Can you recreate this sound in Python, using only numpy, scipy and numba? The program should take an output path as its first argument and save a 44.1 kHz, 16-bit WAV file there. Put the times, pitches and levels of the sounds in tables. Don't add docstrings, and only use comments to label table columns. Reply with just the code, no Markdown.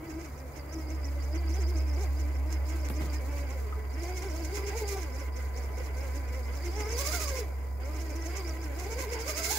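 import sys
import numpy as np
from scipy import signal
from scipy.fft import rfft, irfft
from scipy.io import wavfile
from scipy.ndimage import uniform_filter1d
from numba import njit

SR = 44100
rng = np.random.default_rng(int(sys.argv[2]) if len(sys.argv) > 2 else 0)


def transcribe(signal):
    frames = np.atleast_2d(signal).T
    limited = np.clip(frames, -1, 1)
    pcm = np.round(limited * 32767).astype(np.int16)
    wavfile.write(sys.argv[1], SR, pcm)


N = 422478
T = np.arange(N) / SR
CRAWL_HZ = 318.4

# t/s, relative strength/dB
LURCHES = [(0.108, 4.5), (0.157, -7), (0.212, 0.5), (0.254, 4.0), (0.386, -1), (0.576, 0.5), (0.736, 3),
           (0.796, -3.5), (0.905, 3), (0.95, -10), (1.062, 1), (1.24, 2.5), (1.359, 1.5), (1.502, 2),
           (1.55, 3), (1.62, 5), (1.686, -1.5), (1.779, 3), (1.827, -14), (1.888, -5), (1.947, -2),
           (2.0, -2), (2.031, 2.5), (2.202, 1.5), (2.358, -6), (2.527, 4.5), (2.7, 6.5), (2.807, -7),
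           (2.857, 3), (2.968, 3), (3.143, 7), (3.332, -5), (3.389, -2.5), (3.507, 0.5), (3.939, -5.0),
           (3.991, -13), (4.039, 2.5), (4.088, 0.0), (4.177, 5.5), (4.222, -2), (4.269, -5.5), (4.309, 1),
           (4.358, 0), (4.404, -6), (4.453, 5), (4.563, 8), (4.681, 7), (4.783, 4.5), (4.892, 8),
           (4.932, 1), (4.981, -1), (5.028, 3.5), (5.152, 1), (5.201, 0), (5.37, 4), (5.579, 4.5),
           (5.639, -2), (5.781, 2.0), (5.846, -3.5), (5.983, 0.5), (6.034, -7), (6.097, -13), (6.161, 3),
           (6.288, -4.5), (6.357, -2), (6.468, -4.5), (6.557, -1), (6.659, 4), (6.728, -7), (6.771, -1),
           (6.804, 4), (6.853, -7), (6.892, -1), (6.927, 6.5), (6.991, 6), (7.068, 6), (7.143, 4.5),
           (7.215, 2.5), (7.29, 6), (7.378, 5), (7.86, -2), (7.959, -2.0), (8.013, 1), (8.069, -11),
           (8.107, 2), (8.164, -2), (8.22, -4), (8.263, 5), (8.374, 8), (8.487, 2), (8.636, 0.5),
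           (8.801, 4), (8.846, 1), (8.925, 5), (8.999, 4.5), (9.133, 5), (9.208, 3.5), (9.296, 7),
           (9.379, 6), (9.447, 7.5), (9.52, -1)]


def undb(db):
    return 10 ** (np.asarray(db) / 20)


def unit(x):
    return x / np.sqrt(np.mean(x ** 2))


def curves(table):
    s, *columns = np.transpose(table)
    return [np.interp(T, s, c) for c in columns]


def walk(rate):
    k = int(SR / rate)
    steps = np.repeat(rng.standard_normal(N // k + 1), k)
    return 1.3 * uniform_filter1d(uniform_filter1d(steps, k), k)[:N]


def outline(hz, points):
    at, db = np.transpose(points)
    return undb(np.interp(np.log(hz), np.log(at), db))


def colour(x, points):
    bins_hz = np.fft.rfftfreq(N, 1 / SR) + 1
    return irfft(rfft(x) * outline(bins_hz, points), N)


def air_noise(apart_hz):
    mid, side = rfft(rng.standard_normal((2, N)))
    alike = .97 / (1 + (np.fft.rfftfreq(N, 1 / SR) / apart_hz) ** 3)
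    mid = mid * np.sqrt((1 + alike) / 2)
    side = side * np.sqrt((1 - alike) / 2)
    return irfft(np.array([mid + side, mid - side]), N)


def pan(left_db):
    return undb(np.array([[left_db], [-left_db]]) / 2)


def ports(x):
    # f/Hz, left minus right/dB
    port_tilt = [(2000, -6), (5000, -5.5), (7000, -15), (9500, 3), (11500, -3), (14000, -10.5)]
    return np.array([colour(c, [(hz, side * db / 2) for hz, db in port_tilt]) for c, side in zip(x, (1, -1))])


@njit
def svf(x, hz, width):
    y, band, low = np.empty(len(x)), 0., 0.
    for i in range(len(x)):
        g, k = np.tan(np.pi * min(hz[i] / SR, .45)), width / hz[i]
        v = (band + g * (x[i] - low)) / (1 + g * (g + k))
        band, low, y[i] = 2 * v - band, low + 2 * g * v, k * v
    return y


def resonate(x, hz, width):
    return unit(np.array([svf(c, hz + np.zeros(N), float(width)) for c in x]))


def bell(age, width_s):
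    return np.exp(-.5 * (age / width_s) ** 2)


def around(s, size=12000):
    span = slice(max(int(s * SR) - size, 0), int(s * SR) + size)
    return span, T[span] - s


def jumps():
    lag_s, rise_s, fall_s = 0.011, 0.017, 0.022
    load = np.zeros(N)
    for s, db in LURCHES:
        span, age = around(s + lag_s)
        bump = undb(db) * bell(age, np.where(age < 0, rise_s, fall_s))
        load[span] = np.maximum(load[span], bump)
    return load


def swells(width_s):
    power, width_s = np.zeros(N), width_s + np.zeros(N)
    for s, db in LURCHES:
        span, age = around(s)
        power[span] += (undb(db) * bell(age, width_s[span])) ** 2
    return np.sqrt(power)


def coasting():
    # start/s, end/s
    coasts = [(5.27, 5.35), (7.43, 7.8)]
    slack = sum((T < b) * np.sqrt(np.clip((T - a) / (b - a), 0, 1)) for a, b in coasts)
    return uniform_filter1d(slack, size=int(0.021 * SR))


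def tooth_gate(phase, depth):
    return unit(np.exp(depth * np.cos(2 * np.pi * phase)))


def tooth_clicks(phase, ring_s=0.0047, scatter_db=4.0, count=6000, size=600):
    at = np.flatnonzero(np.diff(np.floor(phase)))
    clicks = np.zeros((1, N))
    clicks[0, at] = undb(scatter_db * rng.standard_normal(count))[:len(at)]
    left, right, shared = rng.standard_normal((3, size)) * np.exp(-T[:size] / ring_s)
    rings = np.array([left + shared, right + shared])
    return unit(signal.fftconvolve(clicks, rings, axes=1)[:, :N])


def mesh_note(phase, rough_db=2.5, smear=0.28, runout=0.33, count=15):
    sway = runout * np.sin(2 * np.pi * phase / count)
    turn = 2 * np.pi * phase + smear * walk(220) + sway
    grip = undb(4.5 * np.tanh(walk(45)) - 1.5)
    return np.sqrt(2) * np.sin(turn) * grip * undb(rough_db * walk(150)) * pan(1.7)


def mesh_overtones(phase, hz, rough_db=2.5, smear=0.4, smear_growth=0.56, paths=0.8):
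    # multiple of the tooth rate, relative level/dB
    partials = [(2, -2.5), (3, -10), (4, -11), (5, -11.5), (6, -11), (7, -13), (8, -12.5), (9, -12),
                (10, -15.5)]
    # f/Hz, gain/dB
    shell = [(330, 0), (425, 9), (480, 2), (560, 5.5), (670, -1.5), (790, 4), (950, -2.5), (1130, 1),
             (1260, -0.5), (1390, -3), (1550, -1), (1780, -4.5), (2030, 4), (2250, 4.5), (2750, -12),
             (3500, -10.5), (5000, -25)]
    out, chatter = 0, smear * (hz / CRAWL_HZ) ** smear_growth
    for k, db in partials:
        wobble = chatter * walk(330) + paths * np.array([walk(50), walk(50)])
        grip_db = 6 * np.tanh(walk(40)) - 1.5
        gain = undb(db + grip_db + rough_db * walk(130))
        out = out + gain * np.sin(2 * np.pi * (k * phase + rng.uniform()) + wobble)
    return np.sqrt(2) * colour(out, shell) * pan(0.3)


def rattle(phase):
    # f/Hz, relative gain/dB
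    case_tone = [(150, -34), (300, 11), (520, -3), (800, -4), (1050, 1.5), (1250, -9), (1550, 2.5),
                 (1800, -7.5), (1930, 0), (2060, 7), (2170, 2), (2330, -2), (2700, -5), (3400, -13),
                 (5000, -58), (9000, -48)]
    slaps = air_noise(680) * tooth_gate(phase, depth=0.2) * undb(3.6 * walk(60))
    return unit(colour(slaps, case_tone)) * pan(-4.0)


def panels(near_db):
    # f/Hz, width of each pass/Hz, relative level/dB, change per dB of nearness/dB
    body = [(428.95, 56, -8, 1.35), (1280, 60, -16.5, -1.5), (1555.5, 100, -15.5, 2.4),
            (2233.4, 240, -10, 1.6)]
    shake, out = air_noise(1000), 0
    for hz, width, db, turn in body:
        buzz = resonate(resonate(shake, hz, width), hz, width)
        out = out + undb(db + turn * near_db) * buzz
    return out


def rasps(clicks, speed_hz, hiss_db=5.0):
    # f/Hz, relative gain/dB
    rasp_tone = [(1500, -15), (2150, 9), (3300, -10.5), (4300, -9), (5100, 4), (6000, 1), (7100, 1),
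                 (8400, -7.5), (11000, -10), (15000, -17)]
    half_length_s = 0.0099 * (speed_hz / CRAWL_HZ) ** 0.83
    grating = clicks + undb(hiss_db) * rng.standard_normal((2, N))
    return undb(1) * swells(half_length_s) * unit(ports(colour(grating, rasp_tone)))


def can_ring(phase, flicker_db=2.3, buzz=0.32, choke_db=-1.5, count=5):
    # t/s, level before trim and swell/dB
    ring_level = [(0, -64), (0.3, -65), (0.75, -57.5), (1.2, -55.5), (1.6, -53.5), (2.4, -58.5), (3.1, -57),
                  (3.7, -57), (4.1, -56), (4.9, -54.5), (5.3, -59.5), (6.5, -58.5), (7, -46.5),
                  (7.4, -51.5), (7.65, -60), (8.0, -59.5), (8.45, -51.5), (8.75, -61), (9.58, -46)]
    rest_hz, width_hz, pull_hz = 4895, 430, 1250
    rest_db, swell_s = -14, 0.026
    db, = curves(ring_level)
    chatter = rng.standard_normal((2, N)) * undb(flicker_db * walk(110)) * tooth_gate(phase / count, depth=buzz)
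    bend = np.tanh(1.3 * swells(0.0075))
    hz = rest_hz + pull_hz * bend + 90 * walk(30)
    ring = resonate(resonate(chatter, hz, width_hz), hz, width_hz)
    swell = np.hypot(undb(rest_db), np.tanh(1.38 * swells(swell_s)))
    return undb(db + 2.5 + choke_db * bend) * swell * ring * pan(-5.0)


def scrub(clicks, click_db=-5.0):
    # f/Hz, relative gain/dB
    grit = [(1500, -2), (3300, 1), (4300, 7), (5100, 7.5), (6000, 6), (7100, 8), (8400, 2.5), (11000, 4.5),
            (14000, 2.5), (15500, 5.5)]
    grains = rng.standard_normal((2, N)) * undb(1.8 * walk(900))
    mixed = (grains + undb(click_db) * clicks) * undb(1.6 * walk(90))
    return ports(unit(colour(mixed, grit)))


def slipping():
    # start/s, end/s, level/dB
    slips = [(3.0, 3.063, -55.5), (4.543, 4.593, -56), (4.777, 4.831, -49.5), (4.884, 4.942, -54),
             (6.956, 7.414, -53.5), (6.981, 7.022, -38.5), (7.062, 7.104, -46), (7.116, 7.174, -40),
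             (7.201, 7.246, -41), (8.997, 9.056, -50.5), (9.263, 9.326, -47.5), (9.366, 9.406, -43),
             (9.426, 9.486, -40.5), (9.491, 9.586, -36.5)]
    return uniform_filter1d(sum(undb(db) * ((T > a) & (T < b)) for a, b, db in slips), size=750)


def controller(near_db, level_db=-61.0):
    near = undb(level_db + 1.16 * near_db + walk(15))
    turn = 2 * np.pi * 1001.2 * T
    note = np.sin(turn + np.array([[0], [.9]]))
    octave = undb(-8.0 + 1.4 * walk(7.3)) * np.sin(2 * turn)
    return near * np.sqrt(2) * (note + octave)


def knocks():
    # t/s, starting level/dB, centre f/Hz, width/Hz, decay/s
    blows = [(2.9, -29.5, 160, 108, 0.013), (2.897, -44, 12500, 9900, 0.024), (3.006, -36, 160, 130, 0.062),
             (3.725, -42, 1241, 54, 0.018)]
    out, noise = 0, air_noise(920)
    for s, db, hz, width, decay in blows:
        age = np.maximum(T - s, 0)
        out = out + undb(db) * (T > s) * np.exp(-age / decay) * resonate(noise, hz, width)
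    return out


def twig():
    age = T - 2.8872
    crack = undb(-30.5) * (age > 0) * np.exp(-np.abs(age) / .0009)
    return crack * resonate(air_noise(2500), 1200, 7000)


def far_engine(throb=0.11, throb_hz=6.4):
    # t/s, level of the firing note/dB
    drone = [(0.0, -58), (0.08, -50), (0.13, -43.5), (0.74, -43), (0.9, -34), (1.68, -27.5), (4.43, -35.5),
             (6.46, -33), (8.96, -36), (9.58, -40.5)]
    start_hz, end_hz, settle_s = 70.7, 67.2, 2.8
    db, = curves(drone)
    hz = end_hz + (start_hz - end_hz) * np.exp(-T / settle_s)
    turn = 2 * np.pi * np.cumsum(hz * (1 + 0.0028 * walk(10))) / SR
    beat = 1 + throb * np.sin(2 * np.pi * np.cumsum(throb_hz * (1 + 0.134 * walk(2.96))) / SR)
    note = undb(db + 0.16 * walk(22)) * beat * np.sin(turn + np.array([[.28], [0]]))
    octave = undb(-54 - 1.26 * T) * np.sin(2 * turn)
    return np.sqrt(2) * (note + octave) * pan(-1.3)


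def open_air():
    # f/Hz, relative density/dB
    air_tone = [(20, -23), (50, 8), (90, 6.5), (170, -7.5), (420, -5.5), (700, -5), (1250, -14.5),
                (2100, -21.5), (3300, -75), (6000, -36), (10000, -32.5), (15300, -27)]
    return undb(-45.5 + 0.72 * walk(5)) * unit(colour(air_noise(550), air_tone))


def scene():
    # t/s, tooth rate before cogging/Hz
    speed = [(0.0, 303), (0.065, 337.7), (0.1, 312.5), (0.224, 339), (0.33, 227.8), (0.42, 269.6),
             (0.5, 228), (0.579, 301), (0.639, 279.2), (0.738, 324), (0.868, 303), (0.958, 318.8),
             (1.068, 272.3), (1.152, 301.4), (1.242, 272.5), (1.407, 342.2), (1.502, 316.5), (1.591, 392.6),
             (1.656, 306.8), (1.711, 369), (1.771, 308), (1.831, 324), (1.956, 286), (2.025, 418.4),
             (2.085, 267), (2.21, 318.2), (2.24, 293.4), (2.33, 305), (2.36, 250.6), (2.519, 326.3),
             (2.619, 279), (2.749, 332), (2.933, 272.7), (2.953, 301), (3.073, 317), (3.133, 285.5),
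             (3.153, 313.4), (3.203, 291), (3.228, 251), (3.312, 293.6), (3.447, 284), (3.482, 251.2),
             (3.537, 280), (3.672, 208.8), (3.756, 224.4), (3.881, 206.8), (3.926, 225), (3.981, 322),
             (4.151, 375), (4.215, 343), (4.235, 397), (4.28, 381), (4.315, 304.6), (4.41, 338.4),
             (4.455, 299), (4.555, 422.8), (4.605, 386.8), (4.684, 408), (4.724, 375), (4.749, 445),
             (4.779, 472.2), (4.829, 419.7), (4.989, 378.6), (5.11, 240.5), (5.21, 286.4), (5.3, 204.4),
             (5.38, 257.7), (5.44, 237.2), (5.51, 191.8), (5.58, 252.5), (5.73, 212), (5.8, 255.2),
             (5.9, 214.8), (6.02, 279.7), (6.11, 249.8), (6.18, 288), (6.27, 238.4), (6.37, 261.7),
             (6.48, 225.5), (6.57, 292.6), (6.605, 279.5), (6.645, 355.6), (6.695, 336), (6.775, 428),
             (6.849, 414.7), (6.984, 499.4), (7.009, 583), (7.039, 556.3), (7.119, 626), (7.134, 720),
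             (7.169, 703), (7.194, 626.6), (7.244, 640), (7.263, 562), (7.388, 509.7), (7.468, 309.7),
             (7.55, 235), (7.79, 240), (7.842, 262.3), (7.922, 315.6), (7.987, 303), (8.012, 331.5),
             (8.146, 294.2), (8.166, 330), (8.271, 327.7), (8.391, 402), (8.431, 342.8), (8.526, 311),
             (8.62, 338), (8.73, 272.7), (8.8, 365), (8.85, 345), (8.89, 437.4), (8.965, 461.6),
             (8.99, 535.4), (9.039, 513.3), (9.069, 405.8), (9.124, 493), (9.159, 443.3), (9.244, 465.3),
             (9.284, 627.6), (9.339, 569.3), (9.394, 679), (9.424, 630), (9.493, 703), (9.528, 886),
             (9.58, 844)]
    # t/s, gain/dB
    nearness = [(0, -4.5), (2, 0), (3.5, 2), (6, 3.5), (8.3, 1.9), (9.58, 4.5)]
    # f/Hz, base level/dB
    chassis = [(220, -62.5), (265, -52.5), (295, -49.5), (324, -41), (345, -44), (370, -45.5), (400, -40),
               (428, -37.5), (470, -40.5), (520, -43), (600, -41.5), (680, -48), (860, -38)]
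    speed_hz, = curves(speed)
    near_db, = curves(nearness)
    slack_db = -7.5 * coasting()
    effort_db = -53 + 5.5 * np.log2(speed_hz / CRAWL_HZ) + slack_db
    kick = jumps()
    hz = speed_hz * (1 + .012 * walk(85))
    phase = np.cumsum(hz) / SR
    clicks = tooth_clicks(phase + 0.07 * walk(400))

    whine_db = slack_db - 0.093 * near_db + 1.5 * (kick - 1)
    whine = outline(hz, chassis) * undb(whine_db) * mesh_note(phase)
    overtones = undb(effort_db + 0.68 * near_db + 1.2 * kick) * mesh_overtones(phase, hz)
    case = undb(effort_db + near_db - 1.5 + 1.1 * kick) * rattle(phase)
    body = undb(effort_db + 0.79 * kick) * panels(near_db)
    grating = undb(effort_db + slack_db + 0.61 * near_db) * rasps(clicks, speed_hz)
    drive = whine + overtones + case + body + grating + can_ring(phase)

    rolling = undb(effort_db + 0.89 * near_db - 5 + kick + 1.56 * walk(25))
    tyres = (rolling + slipping()) * scrub(clicks)
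    return drive + tyres + controller(near_db) + knocks() + twig() + far_engine() + open_air()


def record(dry):
    return signal.sosfilt(signal.ellip(12, .2, 80, 15700, fs=SR, output="sos"), dry)


dry = scene()
out = record(dry)
transcribe(out)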